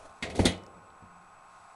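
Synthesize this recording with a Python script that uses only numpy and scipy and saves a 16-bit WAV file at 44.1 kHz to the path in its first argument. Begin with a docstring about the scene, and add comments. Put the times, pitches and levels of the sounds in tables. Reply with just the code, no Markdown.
"""A small carpeted room, where an aluminium ladder is slammed onto a small flat object close by.
The frame clanks as it is thrust down, scuffs, thuds through the carpet and lands with a hard crack.
Each impact excites damped modes: the floorboards boom, the frame bends and the rails ring.
The object splinters, the loose frame shudders and a few crumbs tick down afterwards.
Behind it all lie a faint fan-like whirr and a thin high whine."""
import sys
import numpy as np
from scipy import signal
from scipy.fft import rfft, irfft, next_fast_len
from scipy.io import wavfile
from scipy.ndimage import map_coordinates

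SR = 44100
rng = np.random.default_rng(int(sys.argv[2]) if len(sys.argv) > 2 else 0)


def transcribe(signal):
    """Save signal, clipped to [-1, 1], as a 16-bit WAV file at the path in sys.argv[1]."""
    frames = np.atleast_2d(signal).T
    limited = np.clip(frames, -1, 1)
    pcm = np.round(limited * 32767).astype(np.int16)
    wavfile.write(sys.argv[1], SR, pcm)


N = 77175
T = np.arange(N) / SR
SETTLE_HZ, WHINE_HZ, TOP_HZ = 176, 7870, 12450

# Contacts of the ladder. Each row: start in seconds, then the levels in dB of floor boom,
# frame thud, rail clank, crack and hard strike of the foot.
CONTACTS = [(0.044, -85, -49.5, -77, -81, -76), (0.2244, -70, -35, -31, -42.5, -50),
            (0.2986, -54, -56, -44, -49.5, -62), (0.3505, -53, -33.5, -46.5, -49.5, -61),
            (0.379, -50, -38, -70, -61.5, -75), (0.391, -19.5, -15, -36, -45, -60),
            (0.444, -41, -23, -39.5, -62, -72), (0.4525, -55, -31, -35, -27.5, -54.5),
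            (0.4552, -26, -17, -27, -32, -29), (0.519, -63, -42, -47.5, -69, -81),
            (1.024, -48, -50, -76, -90, -82)]
# Spectra of those five parts. Each row: frequency in Hz, relative spectral density in dB.
BOOM_SPECTRUM = [(20, -18), (45, 23), (70, -14), (95, -24), (130, -2), (220, -8), (600, -92)]
THUD_SPECTRUM = [(60, -9), (130, -2.5), (175, 13), (320, 0), (380, 3), (520, -5), (800, -1), (1100, -21),
                 (2000, -24), (6000, -77)]
CLANK_SPECTRUM = [(300, -68), (900, -2.5), (1400, -3.5), (1700, 0), (2100, 6.5), (2750, -1.5), (3700, -2),
                  (4500, -7), (5100, -11.5), (6400, -14), (8000, -13), (12000, -57.5)]
CRACK_SPECTRUM = [(1500, -8), (3500, 15), (5200, 10), (6400, 12.5), (7100, 8.5), (8600, 10), (9700, 10.5),
                  (10500, 8), (11200, -3), (12400, -20)]
BITE_SPECTRUM = [(1500, -33), (3400, -1), (3800, 1.5), (4600, 3), (5200, -25), (9000, -14), (12000, -34)]  # the sharp onset of a hard strike
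# Normal modes. Each row: frequency in Hz, relative level in dB, time to decay by 60 dB in seconds.
BOARD_MODES = [(93, -6, .3), (48, -12, .22), (102, 0, .11), (64, -11, .1)]
FRAME_BENDING_MODES = [(169, -1, .14), (184, -2, .24), (226, -7, .18), (253, 1, .16), (296, -6, .17),
                       (328, -3, .22), (415, -11, .35), (462, -11, .28), (526, -8, .32), (657, -15, .28),
                       (692, -11, .28), (792, -11, .25), (875, -14, .24)]
RAIL_MODES = [(1443, -5, .12), (1892, -3, .2), (2045, -6, .2), (2090, -7, .24), (2176, -7, .23),
              (2420, -10, .22), (2560, -9, .2), (3400, -7, .13), (4500, -5, .14)]
FOOT_MODES = [(2950, -12, .36), (2991, -10, .4), (3275, -4, .21), (3643, 3, .14), (3752, 2, .14),
              (4060, 1, .12), (4300, -1, .1), (6317, -4, .15), (6720, -9, .14), (9450, -7, .12),
              (9700, -5, .12)]  # the foot meets the hard object
PUNCH_MODES = [(178.4, 8.5, 0.17), (283, 16, 0.035), (301, 10, 0.049)]  # the foot bottoms out through the carpet
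# Fractures of the object. Each row: start in seconds, level in dB.
FRACTURES = [(0.4536, -25.5), (0.4565, -25), (0.4587, -22.5), (0.4626, -23), (0.4669, -25.5)]
# Falling crumbs. Each row: start in seconds, level in dB, nominal band centre in Hz.
CRUMB_LANDINGS = [(.523, -40, 6530), (0.5783, -48.5, 6500), (.6365, -47, 6260), (.6645, -43.5, 5870),
                  (0.903, -53, 3970)]
# Spectra of sustained noises. Each row: frequency in Hz, relative spectral density in dB.
RUMBLE_SPECTRUM = [(25, -31), (80, 1), (105, 0.5), (135, -12.5), (180, -3.5), (300, -9), (430, -4),
                   (680, -7), (1000, -24.5), (2000, -56.5)]
AIR_SPECTRUM = [(20, -6), (60, -24.5), (100, -13), (250, -20), (520, -21.5), (720, -1.5), (900, -3.5),
                (1350, -5.5), (1520, -10.5), (1700, -17.5), (2300, -18.5), (2600, -15.5), (2950, -30),
                (4500, -33), (10300, -36.5), (12000, -47)]
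# Envelopes of the sustained sounds. Each row: time in seconds, level in dB.
RUMBLE_ENVELOPE = [(.22, -63), (.24, -38.5), (.33, -42.5), (.45, -29.5), (.56, -47.5), (.7, -55.5),
                   (1.0, -65), (1.3, -69), (1.75, -73.5)]
SETTLE_ENVELOPE = [(.72, -80), (.77, -58), (.82, -75), (1.0, -81), (1.035, -55), (1.09, -65), (1.14, -60),
                   (1.23, -65), (1.3, -76.5)]
SCUFF_ENVELOPE = [(.345, -69.5), (.358, -45.5), (.385, -51.5), (.402, -43.5), (.425, -47), (.452, -57),
                  (.49, -76)]
HANDLING_ENVELOPE = [(0, -53), (.06, -52), (.11, -72), (.17, -79), (.3, -74.5)]
AIR_ENVELOPE = [(0, -56), (.6, -56.5), (1.0, -57), (1.75, -55.5)]
WHINE_ENVELOPE = [(0, -78), (.18, -72), (.55, -74), (.75, -71.5), (1.75, -71.5)]
HISS_ENVELOPE = [(1.35, -88.5), (1.53, -70), (1.75, -73.5)]
# Partials of the whirr. Each row: frequency in Hz, level in dB.
WHIRR_TONES = [(790, -68.5), (1066, -62), (1254, -65), (1477, -70.5)]
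# Decay of the room. Each row: frequency in Hz, reverberation time in seconds.
ROOM_T60 = [(250, 0.34), (800, 0.46), (3000, .3), (10000, 0.22)]


def ladder():
    """Impact excitation: each contact sets floor, frame, rails and foot into free, damped vibration."""
    out = np.zeros(N)
    for s, boom_db, thud_db, clank_db, crack_db, strike_db in CONTACTS:
        boom = amp(-5) * burst(BOOM_SPECTRUM, attack_s=0.0047, t60=0.134)
        boom += amp(-1.5) * ring(BOARD_MODES, attack_s=0.0058)
        thud = amp(-1.5) * burst(THUD_SPECTRUM, attack_s=0.00055, t60=0.074)
        thud += amp(-11) * ring(FRAME_BENDING_MODES, attack_s=0.00078)
        clank = burst(CLANK_SPECTRUM, attack_s=0.0022, t60=0.19)
        clank += amp(-8) * ring(RAIL_MODES, attack_s=0.0016)
        crack = burst(CRACK_SPECTRUM, attack_s=0.00074, t60=0.12) * amp(1.4 * wobble(rate=450))
        strike = amp(10) * burst(BITE_SPECTRUM, attack_s=0.00063, t60=0.02)
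        strike += amp(-2.5) * ring(FOOT_MODES, attack_s=0.00062)
        strike += ring(PUNCH_MODES, attack_s=0.0013)
        body = amp(boom_db) * boom + amp(thud_db) * thud + amp(clank_db) * clank
        add(out, s, body + amp(crack_db) * crack + amp(strike_db) * strike)
    return out


def burst(spectrum, attack_s, t60):
    """Modal overlap: close, damped resonances merge into noise whose energy the envelope fixes."""
    envelope = fade(attack_s, t60)
    return unit(noise(spectrum) * envelope) * np.sqrt(np.mean(envelope ** 2))


def ring(modes, attack_s):
    """Modal superposition: damped sines of alternating sign, weighted a little anew by each blow."""
    weights = amp(rng.standard_normal(len(modes)))
    return sum((-1) ** k * weights[k] * amp(db) * fade(attack_s, t60) * np.sin(2 * np.pi * hz * T)
               for k, (hz, db, t60) in enumerate(modes))


def splinters():
    """Brittle fracture: the object gives way under the foot in a tight cluster of dry snaps."""
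    spectrum = [(1500, -13), (4000, 4.5), (5500, -4), (10000, -0.5), (12400, -18.5)]
    out = np.zeros(N)
    for s, db in FRACTURES:
        add(out, s, amp(db) * burst(spectrum, attack_s=0.0001, t60=0.0091))
    return out


def shudder():
    """Structural vibration: the loose frame rumbles on its joints and hums as it settles."""
    hum = np.sqrt(2) * np.sin(2 * np.pi * SETTLE_HZ * T + 0.69 * wobble(rate=57))
    return level(RUMBLE_ENVELOPE) * noise(RUMBLE_SPECTRUM) + level(SETTLE_ENVELOPE) * hum


def scuff():
    """Friction noise: handling rustles softly, then the foot grates over the object."""
    grit = unit(noise(CRACK_SPECTRUM) * amp(2.6 * wobble(rate=600)))
    rustle_spectrum = [(30, 32), (80, -27), (150, -15), (300, 3.5), (600, 24),
                       (2000, -0.5), (10000, -2), (12000, -31)]
    rustle = noise(rustle_spectrum) * amp(2.35 * wobble(rate=110))
    return level(SCUFF_ENVELOPE) * grit + level(HANDLING_ENVELOPE) * rustle


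def crumbs():
    """Impacts of small bodies: tiny fragments land with high, heavily damped ticks."""
    out = np.zeros(N)
    for s, db, hz in CRUMB_LANDINGS:
        band = [(hz * .55, -30), (hz * .75, 0), (hz * 1.15, -2), (hz * 2, -22)]
        add(out, s, amp(db) * burst(band, attack_s=0.000356, t60=0.0065))
    return out


def room(x):
    """Diffuse reverberation: convolution with a noise tail that dies fastest in the treble."""
    hz, t, bands = signal.stft(rng.standard_normal(SR), SR, nperseg=256)
    decay = np.exp(-np.log(1000) * t / along(ROOM_T60, hz)[:, None])
    tail = signal.istft(bands * decay, SR, nperseg=256)[1]
    response = np.pad(tail / np.linalg.norm(tail), (SR // 128, 0))  # reflections arrive 8 ms late
    return signal.fftconvolve(x, response)[:N]


def background():
    """Ambient noise: broadband air and hiss, with a whirr and whine that waver by phase modulation."""
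    whirr = sum(amp(db) * np.sqrt(2) * np.sin(2 * np.pi * hz * T + 0.29 * wobble(rate=31))
                for hz, db in WHIRR_TONES)
    flicker = amp(1.8 * wobble(rate=94))
    whine = flicker * np.sin(2 * np.pi * WHINE_HZ * T + 1.2 * wobble(rate=18))
    hiss = noise([(1500, -9), (4000, -0.5), (7000, -2.5), (10500, -5), (12000, -37)])
    air = level(AIR_ENVELOPE) * noise(AIR_SPECTRUM)
    return air + whirr + level(WHINE_ENVELOPE) * whine + level(HISS_ENVELOPE) * hiss


def amp(db):
    """Amplitude ratio of a level in decibels."""
    return 10 ** (np.asarray(db) / 20)


def unit(x):
    """Normalisation to an rms of 1."""
    return x / np.sqrt(np.mean(x ** 2) + 1e-20)


def along(points, hz):
    """Interpolation of (Hz, value) points on a logarithmic frequency axis."""
    frequencies, values = np.transpose(points)
    return np.interp(np.log(hz + 1), np.log(frequencies + 1), values)


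def level(points):
    """Amplitude envelope through (seconds, dB) points."""
    return amp(np.interp(T, *np.transpose(points)))


def fade(attack_s, t60):
    """Damping: a quick rise, then an exponential decay of 60 dB in t60 seconds."""
    return (1 - np.exp(-T / attack_s)) * np.exp(-np.log(1000) * T / t60)


def wobble(rate):
    """Random modulation: a smooth curve with rate knots a second."""
    return map_coordinates(rng.standard_normal(int(N * rate / SR) + 4), [T * rate])


def filtered(x, response):
    """Linear filtering: the spectrum of x times a frequency response."""
    size = next_fast_len(N + SR // 2)
    return irfft(rfft(x, size) * response(np.fft.rfftfreq(size, 1 / SR)), size)[:N]


def noise(spectrum):
    """Spectral shaping: noise of rms 1, coloured by (Hz, dB) points."""
    return unit(filtered(rng.standard_normal(N), lambda hz: amp(along(spectrum, hz))))


def add(track, s, sound):
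    """Superposition of a sound on a track from s seconds on."""
    start = max(0, round(s * SR))
    track[start:] += sound[:N - start]


def scene():
    """Superposition: the direct impact, its reflections and the quieter sources sum at one point."""
    impact = ladder() + scuff() + splinters()
    reflections = amp(-16) * room(impact)
    return (impact + reflections + shudder() + crumbs() + background())[None]


def record(dry):
    """Band limiting: an ideal low-pass filter passes only what lies below TOP_HZ."""
    return filtered(dry[0], lambda hz: hz < TOP_HZ)[None]


dry = scene()
out = record(dry)
transcribe(out)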